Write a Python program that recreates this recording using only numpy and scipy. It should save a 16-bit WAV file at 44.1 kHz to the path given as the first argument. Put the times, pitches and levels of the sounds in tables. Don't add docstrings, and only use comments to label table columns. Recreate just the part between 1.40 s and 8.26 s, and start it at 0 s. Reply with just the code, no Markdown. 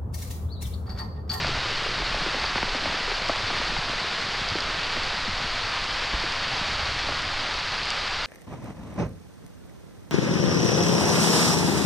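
import sys
import numpy as np
from scipy import signal
from scipy.fft import rfft, irfft, next_fast_len
from scipy.io import wavfile
from scipy.ndimage import map_coordinates

SR = 44100
rng = np.random.default_rng(int(sys.argv[2]) if len(sys.argv) > 2 else 0)


def bounce(signal):
    frames = np.transpose(np.atleast_2d(signal))
    limited = np.clip(frames, -1, 1)
    pcm = np.round(limited * 32767).astype(np.int16)
    wavfile.write(sys.argv[1], SR, pcm)


N = 302526


def amp(db):
    return 10 ** (np.asarray(db) / 20)


def unit(x):
    return x / np.sqrt(np.mean(x ** 2) + 1e-20)


def curves(rows):
    s, *cols = np.transpose(rows)
    return [np.interp(np.arange(N) / SR, s, c) for c in cols]


def wobble(rate):
    return map_coordinates(rng.standard_normal(int(N * rate / SR) + 4), [np.arange(N) * rate / SR])


def filtered(x, response):
    m = next_fast_len(N + SR // 2)
    return irfft(rfft(x, m) * response(np.fft.rfftfreq(m, 1 / SR)), m)[..., :N]


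def coloured(x, points):
    hz, db = np.transpose(points)
    size = 2 ** 14
    gain_db = np.interp(np.log(np.fft.rfftfreq(size, 1 / SR) + 1), np.log(hz + 1), db)
    cepstrum = irfft(gain_db * np.log(10) / 20)
    cepstrum[1:size // 2] *= 2
    cepstrum[size // 2 + 1:] = 0
    return signal.fftconvolve(x, irfft(np.exp(rfft(cepstrum))))[:N]


def impulses(s, db):
    return np.bincount((s * SR).astype(int), amp(db), N)


def blips(s, db, hz, cycles, sag, length):
    t = np.arange(int(length * SR)) / SR
    turns = hz[:, None] * t
    phase = turns + sag * (1 - np.exp(-turns))
    envelope = (1 - np.exp(-2.5 * turns)) * np.exp(-turns / np.reshape(cycles, (-1, 1)))
    wave = amp(db)[:, None] * np.sin(2 * np.pi * phase) * envelope
    at = (s * SR).astype(int)[:, None] + np.arange(len(t))
    return np.bincount(at.ravel(), wave.ravel(), N + SR)[:N]


def grains(count, hz, scatter, cycles, spread_db, length):
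    when, rank = rng.random((count, 2)).T
    size_db = -spread_db * np.log(rank + 0.016)
    pitch = np.clip(hz * np.exp(scatter * rng.standard_normal(count)), hz / 3, hz * 3)
    return unit(blips(when * N / SR, size_db, pitch, cycles, sag=0.48, length=length))


# time in seconds, hiss level in dB, leaf patter level in dB.
RAIN_LEVELS = [(0.0, -28.5, -37.5), (1.5, -28.5, -40.5), (2.2, -28.5, -40.5), (2.45, -29, -41.5),
               (2.8, -29, -41.5), (3.3, -29, -41), (4.0, -29, -46), (5.1, -28, -47), (5.7, -28.5, -42),
               (6.2, -29, -46), (6.86, -29, -56)]
# frequency in Hz, relative gain in dB.
HISS_SPECTRUM = [(88, -26), (150, -8), (346, -9.5), (752, -1), (1280, 1.5), (3000, -1.5), (4560, -2.5),
                 (9740, -33.5), (11800, -43.5), (14000, -64)]

def hiss(near_db=-13, spread_db=4.5):
    far = rng.standard_normal(N)
    when, rank, polarity = rng.random((9000, 3)).T
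    size = amp(-spread_db * np.log(rank + 0.0066)) * np.sign(polarity - .5)
    near = np.bincount((when * N).astype(int), size, N)
    drops = unit(coloured(far + amp(near_db) * unit(near), HISS_SPECTRUM))
    swell_db = 0.091 * wobble(9) + .5 * wobble(30)
    return amp(curves(RAIN_LEVELS)[0] + swell_db) * drops


# frequency in Hz, gain in dB.
PORT_RESPONSE = [(20, -3.5), (5000, -1.5), (7000, -33), (10000, -23), (14000, -50)]
PORT_HZ, PORT_DECAY_S = 4600, 0.00039

def sealed_port(x):
    return coloured(x, PORT_RESPONSE)


def patter(bumps_db=-48, spray_over_hiss_db=-11):
    hiss_db, leaf_db = curves(RAIN_LEVELS)
    leaves = grains(count=1200, hz=452, scatter=0.56, cycles=0.58, spread_db=2.5, length=.03)
    bumps = grains(count=250, hz=95, scatter=0.35, cycles=0.37, spread_db=3.5, length=.08)
    spray = grains(count=1200, hz=PORT_HZ, scatter=0.056, cycles=14.0, spread_db=-1.0, length=0.0091)
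    return amp(leaf_db) * leaves + amp(bumps_db) * bumps + amp(hiss_db + spray_over_hiss_db) * spray


# time in seconds, rumble level in dB, hum level in dB.
WIND_LEVELS = [(0.0, -38, -29.5), (0.2, -41.5, -38.5), (0.5, -34, -43), (0.74, -31.5, -43),
               (0.85, -42, -50), (1.05, -33.5, -45.5), (1.5, -39, -46), (1.68, -38, -53), (1.8, -41.5, -46),
               (2.35, -36, -46), (2.7, -43, -47.5), (3.2, -41.5, -43.5), (3.7, -38.5, -45.5),
               (4.1, -41, -44), (4.4, -42, -46.5), (4.6, -38.5, -46), (5.2, -40.5, -44), (5.45, -38, -41),
               (5.57, -38.5, -42), (5.68, -38, -43), (5.85, -40.5, -42), (6.0, -38.5, -46.5),
               (6.25, -41.5, -49), (6.86, -38, -49.5)]
# frequency in Hz, relative gain in dB.
RUMBLE_SPECTRUM = [(2, 13), (8, -7.5), (25, 8), (50, -4.5), (120, -18), (300, -29.5), (600, -66)]
# centre in Hz, half-width in Hz, relative gain in dB.
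HUM_BANDS = [(65, 9.9, 3), (92.5, 13, -3.5), (126, 33, 0)]

def wind():
    rumble_db, hum_db = curves(WIND_LEVELS)
    rumble = unit(amp(0.57 * wobble(5.9)) * coloured(rng.standard_normal(N), RUMBLE_SPECTRUM))
    bands = lambda f: sum(amp(db) / (1 + ((f - hz) / width) ** 2) for hz, width, db in HUM_BANDS)
    hum = unit(filtered(rng.standard_normal(N), bands))
    return amp(rumble_db) * rumble + amp(hum_db) * hum


# start in seconds, level in dB, pitch in Hz, snap level in dB,
# rebound in dB relative to the pat.
LEAF_DROPS = [(0.046, -14, 500, 3, -16), (0.4663, -10, 970, -6, -7), (0.6202, -17, 574, -1, -6),
              (0.7444, -11.5, 503, 1, -24), (0.8626, -15.5, 298, 0, -16), (0.9446, -17, 450, 2, -5),
              (1.0412, -11, 790, 8, -12), (1.1566, -3, 714, 3, -10), (1.1805, -11, 696, 7, -6),
              (1.2287, -4, 645, 8.5, -10), (1.3472, -16, 475, 2, -6), (1.4567, -13, 523, 2, -5),
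              (1.6775, -14, 790, 1, -3), (1.7152, -16, 730, 4, -1), (1.8944, -6, 880, -2, -12),
              (1.8964, -2, 450, 2, -7), (1.9587, -11, 980, -1, -7), (2.1025, -12, 676, -3, -8),
              (2.2147, -10, 875, 2, -10), (2.318, -25, 284, -6, -8), (2.3662, -11, 665, 4, -18),
              (3.1542, -13, 288, 1, -14), (3.1857, -6, 1060, 5, -8), (3.5686, -18, 486, -12, -7),
              (3.878, -22, 170, 0, -5), (4.7344, -23.5, 300, -8, -17), (4.8372, -20.5, 296, 2, -16),
              (5.1642, -18, 710, -4, -8), (5.6883, -14, 544, -4, -8), (5.7213, -15, 513, -1, -17)]
# frequency in Hz, gain in dB.
SNAP_SPECTRUM = [(400, -27), (900, -10), (1500, 5), (2300, 4.5), (4000, -15.5)]

def leaf_pats(rebound_s=0.00247):
    s, db, hz, snap_db, rebound_db = np.transpose(LEAF_DROPS)
    cycles = 0.41 - 0.0729 * db
    snap = coloured(impulses(s, snap_db), SNAP_SPECTRUM)
    pat = blips(s, db, hz, cycles, sag=.8, length=.04)
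    rebound = blips(s + rebound_s, db + rebound_db, 0.506 * hz, 0.9 * cycles, sag=0.45, length=0.065)
    return snap + pat + rebound


# start in seconds, level in dB, pitch in Hz, treble level in dB.
PORT_DROPS = [(0.0699, -8, 4600, -27), (0.0819, -13, 4600, -25), (1.887, -10, 4600, -20),
              (1.9587, -18, 4600, -22), (3.0877, -4, 4850, -28), (3.1014, -10, 4300, -30),
              (3.1862, -18, 4300, -23), (3.2054, -4, 4800, -27), (3.2076, -13, 4500, -32),
              (3.237, -24, 4800, -28), (3.5171, -23, 4600, -27), (3.567, -10, 4300, -28),
              (3.6338, -9, 4600, -24), (4.4425, -15, 4600, -23), (4.9226, -14, 4600, -24),
              (5.3321, -18.5, 4600, -23), (5.8212, -24, 4800, -21), (6.1416, -12, 4600, -27),
              (6.4325, -11, 4700, -28), (6.4547, -13, 4900, -23), (6.4836, -17, 3700, -30),
              (6.504, -6, 5050, -12)]
# frequency in Hz, gain in dB.
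EDGE_SPECTRUM = [(2000, -20), (5000, 14), (8000, 5.5), (11000, -15), (14000, -48)]

def port_splashes(edge_delay_s=0.001):
    s, db, hz, treble_db = np.transpose(PORT_DROPS)
    ring = blips(s, db, hz, hz * PORT_DECAY_S, sag=0.076, length=.02)
    edge = coloured(impulses(s + edge_delay_s, treble_db), EDGE_SPECTRUM)
    return sealed_port(ring) + edge


# start in seconds, level in dB.
DROPLETS = [(0.0822, -36), (1.1084, -39), (1.483, -39), (1.8751, -39), (3.1866, -32), (3.5174, -38),
            (3.5823, -37), (3.8292, -39), (5.0823, -39), (5.4288, -36), (6.505, -37), (6.516, -39)]
# frequency in Hz, gain in dB.
DROPLET_SPECTRUM = [(5000, -30), (8500, 0), (11000, -2), (14000, -12)]

def droplet_spits():
    return coloured(impulses(*np.transpose(DROPLETS)), DROPLET_SPECTRUM)


# start in seconds, level in dB, pitch in Hz.
LOW_THUDS = [(0.6, -21, 36), (0.703, -19, 28), (0.819, -19, 130), (0.95, -25, 150), (1.16, -18, 191),
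             (1.232, -19, 189), (1.466, -28, 140), (2.035, -21, 96), (2.385, -17.5, 112),
             (3.116, -15.5, 89.5), (3.563, -28, 180), (4.736, -11, 40), (5.213, -18.5, 155)]
# frequency in Hz, gain in dB.
ONSET_SPECTRUM = [(40, 16), (150, 29.5), (280, 20.5), (500, 9), (1000, -24)]

def low_thuds():
    s, db, hz = np.transpose(LOW_THUDS)
    oscillation = blips(s, db, hz, cycles=.8, sag=0.42, length=.15)
    onset = coloured(impulses(s, db), ONSET_SPECTRUM)
    return -(oscillation + onset)


# start in seconds, level in dB, pitch in Hz.
PAT_RINGS = [(1.8885, -18, 1250), (1.8965, -12, 593), (1.9012, -15, 686), (3.5674, -10, 1980),
             (5.722, -15, 700)]

def pat_rings():
    s, db, hz = np.transpose(PAT_RINGS)
    return blips(s, db, hz, cycles=1.7, sag=0.13, length=.02)


def scene():
    background = hiss() + sealed_port(patter()) + wind()
    impacts = sealed_port(leaf_pats() + low_thuds() + pat_rings())
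    return np.tile(background + impacts + port_splashes() + droplet_spits(), (2, 1))


def record(dry):
    return filtered(dry, lambda hz: hz < 14150) - .0027


dry = scene()
out = record(dry)
bounce(out)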